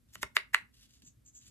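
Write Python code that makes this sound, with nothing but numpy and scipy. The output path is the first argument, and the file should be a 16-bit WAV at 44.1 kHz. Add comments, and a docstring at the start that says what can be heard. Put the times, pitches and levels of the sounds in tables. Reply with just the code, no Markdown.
"""In a quiet room, close to the microphone, one hand shifts its grip on a leather-covered magnetic slider.
Pushed shut, it snaps into four magnet stops, the second with a double hit and the last two loudest.
A short swell of noise rises into each snap, a dull clack of the stiff core with a little room behind it.
Then the fingers turn the slider over, bumping softly and rubbing faintly on the leather."""
import sys
import numpy as np
from scipy import signal
from scipy.fft import rfft, irfft
from scipy.io import wavfile

SR = 44100
rng = np.random.default_rng(int(sys.argv[2]) if len(sys.argv) > 2 else 0)


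def inscribe(sig):
    """Save sig as 16-bit PCM at rate SR to the path in sys.argv[1].

    A 1-D sig is mono; a 2-D sig holds one channel per row.
    Samples are clipped to [-1, 1] before scaling.
    """
    pcm = np.round(np.clip(np.atleast_2d(sig).T, -1, 1) * 32767)
    wavfile.write(sys.argv[1], SR, pcm.astype(np.int16))


N = 66150
TIME = np.arange(N) / SR
FREQS = np.maximum(np.fft.rfftfreq(N, 1 / SR), 1)

# stereo image of the noises: f/Hz, left-right correlation
NOISE_IMAGE = [(50, 0.932), (130, 0.73), (300, 0), (1000, 0), (4000, 0.55), (12000, 0.5)]
# colour of the room tone: f/Hz, level/dB
ROOM_TONE_EQ = [(20, -32), (40, -9), (56, 1), (85, -9.5), (122, -3), (170, -15.5), (240, -8.5),
                (350, -21.5), (800, -34.5), (1500, -32.5), (2500, -35.5), (6000, -38), (12000, -34.5),
                (13500, -40.5), (14500, -65.5)]
# colour of the reverb tail: f/Hz, level/dB
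REVERB_EQ = [(150, -10.5), (400, 4.5), (900, 0.5), (1500, -3), (2200, 1.5), (3500, -1), (6000, 1),
             (12000, -4), (15000, -1.5)]
# decay of the reverb tail: f/Hz, t60/s
REVERB_DECAY = [(300, 0.18), (1000, .21), (2200, 0.21), (4000, 0.17), (12000, 0.16)]
# bounces off near surfaces: delay/s, left/dB, right/dB
REFLECTIONS = [(.0036, -22.5, -16), (.0095, -16.5, -28)]

# the hand shifts its hold: t/s, length/s, level/dB
GRIP_SHIFTS = [(0.163, 0.059, -62.5), (0.235, 0.031, -56.5), (0.268, .08, -68.5), (0.594, 0.064, -66.5),
               (1.02, 0.0865, -70), (1.447, 0.081, -69.5)]
# colour of the grip rumble: f/Hz, level/dB
GRIP_EQ = [(25, -11.5), (55, 1), (120, -1), (230, 0.5), (400, -15), (900, -50.5), (3000, -46)]
# fingertips pad against the slider: t/s, f/Hz before tuning, level/dB, t60/s
FINGER_BUMPS = [(0.232, 138, -50, 0.043), (1.036, 251.6, -54, 0.07), (1.078, 153.7, -53, 0.052),
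                (1.171, 112.1, -58, 0.16), (1.25, 125, -67.5, 0.081)]
# fingers stroke the leather: t/s, length/s, fade/s, rub/dB, skin hiss/dB
FINGER_STROKES = [(0.087, 0.044, 0.021, -73.5, -85), (0.169, 0.071, 0.033, -68.5, -76),
                  (0.736, 0.13, 0.031, -65.5, -84), (0.882, 0.13, 0.021, -72.5, -76.5),
                  (1.025, 0.029, .015, -77, -68.5), (1.055, 0.035, 0.023, -70, -58),
                  (1.259, 0.043, 0.033, -76.5, -60), (1.341, 0.05, .035, -74.5, -57.5),
                  (1.409, 0.085, 0.031, -65.5, -63)]
# a fingertip lands with a small tick: t/s, level/dB, t60/s
FINGER_TICK = (1.0205, -56, .025)
# colour of the rub on leather: f/Hz, level/dB
RUB_EQ = [(300, -19.5), (800, -22), (1600, -5.5), (2300, -5.5), (3000, 4), (5200, 2.5), (8200, -3.5),
          (12000, -6), (13500, -9.5), (14500, -18)]
# colour of the skin hiss: f/Hz, level/dB
SKIN_EQ = [(2000, -36), (5000, -11.5), (6200, 8), (7100, 14.5), (8200, 3.5), (9500, -33.5), (12000, -9),
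           (13500, -24), (14500, -56.5)]

# noise swells into each snap: t/s, length/s, hiss at the crest/dB, swell exponent, mids at the crest/dB
LEAD_IN_SWELLS = [(0.121, .034, -48, 1.37, -63.5), (0.211, 0.022, -38.5, 1.11, -49.5),
                  (.348, 0.018, -39.5, 1.3, -41.5), (0.528, .020, -35.5, 1.98, -30.5)]
# colour of a swell's bright hiss: f/Hz, level/dB
SWELL_HISS_EQ = [(600, -18), (1500, -11.5), (3000, -3), (5000, -1.5), (7500, 3.5), (12000, 0.5),
                 (14000, -12), (16500, -25)]
# colour of a swell's midrange noise: f/Hz, level/dB
SWELL_MIDS_EQ = [(200, -24), (600, -16.5), (1200, -7), (2000, 7), (3000, -11.5), (5000, -30),
                 (12000, -45.5)]

# hits on the magnet stops: t/s, core/dB, core pitch ratio, contact cut-off/Hz, knock/dB, crack/dB,
# crack tilt/(dB per octave), ringing band/Hz, band boost/dB
STOP_HITS = [(0.1547, -35.5, .72, 3500, -37, -41.5, -3, 2734, 13),
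             (0.2293, -15.5, 1.05, 4000, -25, -19.5, -2, 5500, 3.5),
             (0.2319, -15, 0.99, 2000, -17.5, -44, -3, 886, 5),
             (0.3668, -4, 1.05, 6000, -14.5, -18.5, 1.5, 3900, 5.5),
             (0.5451, -3.5, 1.02, 5000, -20, -17, 2.5, 3100, 3.5)]
# modes of the stiff core under the leather: f/Hz before each hit's pitch ratio, level/dB, t60/s
CORE_RING = [(887, -19.5, 0.01), (1150, -13, 0.012), (1431.6, -8, .01), (1852.5, 0, 0.0053),
             (2048.5, -3, 0.0093), (2649, -11.5, 0.0097), (3450, -9.5, 0.0022), (4380, -12.5, 0.0043),
             (5020, -21, .003), (7015, -27, 0.0062), (8240, -30, 0.0078), (9800, -21.5, 0.009)]
# low modes of the slider in the palm: f/Hz before tuning, level/dB, t60/s
PALM_KNOCK = [(240, -35.5, 0.019), (405, -24, 0.038), (648, -19.5, .025)]
# colour of the crack before its tilt: f/Hz, level/dB
CRACK_EQ = [(2000, -2.5), (4000, 3.5), (5800, -3), (7500, -2), (11000, 3), (13000, -18.5), (16500, -15)]
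# the slider's phase at the two microphone ports: f/Hz, left lead/rad
MIC_PHASE = [(400, 0), (1000, -.3), (1350, -.15), (2100, 1.3), (2700, 1.9), (3500, 1.6), (4500, 3.2),
             (7200, 6.3), (8500, 8.2), (10500, 9.9), (12500, 12.5), (16000, 15)]
# the slider's balance at the two ports: f/Hz, left minus right/dB
MIC_BALANCE = [(400, -3.5), (900, -4.5), (1300, -1), (2100, -2.2), (3300, 0), (4500, -5.5), (6200, 0),
               (7500, 1), (12000, 0)]


def from_db(db):
    """Decibels to gain."""
    return 10 ** (np.asarray(db) / 20)


def rms_one(x):
    """Scale to rms 1."""
    return x / np.sqrt(np.mean(x ** 2) + 1e-20)


def at_hz(points, hz):
    """Read a curve on a log-frequency axis."""
    f, v = np.transpose(points)
    return np.interp(np.log(hz), np.log(f), v)


def colour(eq, notch_hz=9620, width_hz=200, notch_db=-35.5):
    """Gain per frequency of an EQ curve, with a narrow notch in the treble."""
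    return from_db(at_hz(eq, FREQS) + notch_db * np.exp(-((FREQS - notch_hz) / width_hz) ** 2))


def noise(eq):
    """Coloured stereo noise at rms 1: centred in the bass, widest in the mids."""
    mid, side = rfft(rng.standard_normal((2, N)))
    alike = at_hz(NOISE_IMAGE, FREQS)
    stereo = np.sqrt(1 + alike) * mid + np.sqrt(1 - alike) * side * [[1], [-1]]
    return rms_one(irfft(colour(eq) * stereo, N))


def grain(rough_db, rate_hz):
    """Gritty random flutter of a level."""
    flutter = irfft(rfft(rng.standard_normal(N)) / (1 + (FREQS / rate_hz) ** 2), N)
    return from_db(rough_db * rms_one(flutter))


def gate(start, length, fade):
    """Smooth attack, hold and release."""
    up = np.clip(np.minimum(TIME - start, start + length - TIME) / fade + .5, 0, 1)
    return np.sin(up * np.pi / 2) ** 2


def decay(t, t60):
    """An envelope falling 60 dB per t60."""
    return from_db(-60 * np.clip(t / t60, 0, 5))


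def roll_off(x, hz, kind="low"):
    """Gentle low-pass or high-pass."""
    return signal.sosfilt(signal.butter(2, hz, kind, fs=SR, output="sos"), x + 1e-18)


def delayed(x, s):
    """The same sound a little later."""
    return irfft(rfft(x) * np.exp(-2j * np.pi * FREQS * s), N)


def ring(modes, start, tuning):
    """Damped sines of alternating sign from one blow."""
    t = np.maximum(TIME - start, 0)
    return sum((-1) ** k * from_db(db) * decay(t, t60) * np.sin(2 * np.pi * hz * tuning * t)
               for k, (hz, db, t60) in enumerate(modes))


def room_tone(level_db=-67.5):
    """The quiet room: a steady, bass-heavy bed."""
    return from_db(level_db) * noise(ROOM_TONE_EQ)


def reverb(x, wet_db, onset_s=.0013):
    """The room's short diffuse tail, different at each side, dying band by band."""
    spectrum = rfft(rng.standard_normal((2, N))) * colour(REVERB_EQ)
    centres = np.geomspace(200, 12800, 7)
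    tail = 0
    for hz, pick in zip(centres, np.eye(len(centres))):
        band = irfft(spectrum * np.interp(np.log(FREQS), np.log(centres), pick), N)
        tail = tail + band * decay(TIME, at_hz(REVERB_DECAY, hz))
    tail = rms_one(tail * np.minimum(TIME / onset_s, 1) ** 2) / np.sqrt(N)
    return from_db(wet_db) * signal.fftconvolve(x[None], tail, axes=1)[:, :N]


def early_reflections(x):
    """Near surfaces throw back two darker copies."""
    dull = roll_off(x, hz=4000)
    return sum(from_db([[left], [right]]) * delayed(dull, s) for s, left, right in REFLECTIONS)


def grip_rumble():
    """Low rumble while the hand shifts its hold."""
    return noise(GRIP_EQ) * sum(gate(s, length, fade=.01) * from_db(db) for s, length, db in GRIP_SHIFTS)


def finger_bumps(attack_s=.0025):
    """Fingertips pad against the slider with soft low thumps."""
    return sum(np.clip((TIME - s) / attack_s, 0, 1) * ring([(hz, db, t60)], s, tuning=.99)
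               for s, hz, db, t60 in FINGER_BUMPS)


def finger_rubs():
    """Skin rubs, hisses and ticks on the leather, with some room around it."""
    rub, hiss = noise(RUB_EQ)[0], noise(SKIN_EQ)[0]
    strokes = sum(gate(s, length, fade) * (from_db(rub_db) * rub + from_db(hiss_db) * hiss)
                  for s, length, fade, rub_db, hiss_db in FINGER_STROKES)
    tick_s, tick_db, tick_t60 = FINGER_TICK
    tick = from_db(tick_db) * rub * (TIME > tick_s) * decay(TIME - tick_s, tick_t60)
    friction = strokes * grain(rough_db=3.5, rate_hz=64) + tick
    return np.array([friction, delayed(friction, s=.0001)]) + reverb(friction, wet_db=-8)


def lead_in_swells():
    """A short swell of bright hiss and midrange noise rises into each snap."""
    hiss, mids = noise(SWELL_HISS_EQ)[0], noise(SWELL_MIDS_EQ)[0]
    out = np.zeros(N)
    for s, length, hiss_db, exponent, mids_db in LEAD_IN_SWELLS:
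        swell = gate(s, length, fade=.00068) * np.clip((TIME - s) / length, 0, 1) ** exponent
        out += swell * (from_db(hiss_db) * hiss + from_db(mids_db) * mids)
    return out * grain(rough_db=2.5, rate_hz=170)


def close_mic(x):
    """Each frequency reaches the two microphone ports with its own lag and balance."""
    tilt = from_db(at_hz(MIC_BALANCE, FREQS) / 2)
    right_lag = np.exp(-1j * at_hz(MIC_PHASE, FREQS))
    return irfft(rfft(x) * np.array([tilt, right_lag / tilt]), N)


def stop_resonance(x, hz, db):
    """Boost one band: each stop leaves a different part of the slider free to ring."""
    b, a = signal.iirpeak(hz, Q=1.9, fs=SR)
    return x + (from_db(db) - 1) * signal.lfilter(b, a, x + 1e-18)


def magnet_snaps(crack_delay_s=.0009, crack_attack_s=.00027, crack_t60_s=.0045):
    """Each hit rings the core, knocks in the palm and gives a brief bright crack."""
    out = np.zeros(N)
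    white = rfft(rng.standard_normal(N))
    octaves = np.log2(np.maximum(FREQS, CRACK_EQ[0][0]))
    for s, core_db, pitch, contact_hz, knock_db, crack_db, tilt, band_hz, boost_db in STOP_HITS:
        t = np.maximum(TIME - s - crack_delay_s, 0)
        bright = rms_one(irfft(white * from_db(at_hz(CRACK_EQ, FREQS) + tilt * octaves), N))
        crack = from_db(crack_db) * bright * np.minimum(t / crack_attack_s, 1) * decay(t, crack_t60_s)
        core = from_db(core_db) * roll_off(ring(CORE_RING, s, pitch), contact_hz)
        knock = from_db(knock_db) * ring(PALM_KNOCK, s, tuning=.96)
        out += stop_resonance(core + crack, band_hz, boost_db) + knock
    return roll_off(out, hz=260, kind="high")


def scene():
    """The slider up front, with its reflections and reverb, over hand sounds and room tone."""
    slider = magnet_snaps() + lead_in_swells()
    space = early_reflections(slider) + reverb(slider, wet_db=-13.5)
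    hand = finger_rubs() + grip_rumble() + finger_bumps()
    return close_mic(slider) + space + hand + room_tone()


def record(dry, stopband_hz=17000):
    """A steep high cut takes off the very top."""
    return signal.sosfilt(signal.cheby2(14, 60, stopband_hz, fs=SR, output="sos"), dry)


dry = scene()
out = record(dry)
inscribe(out)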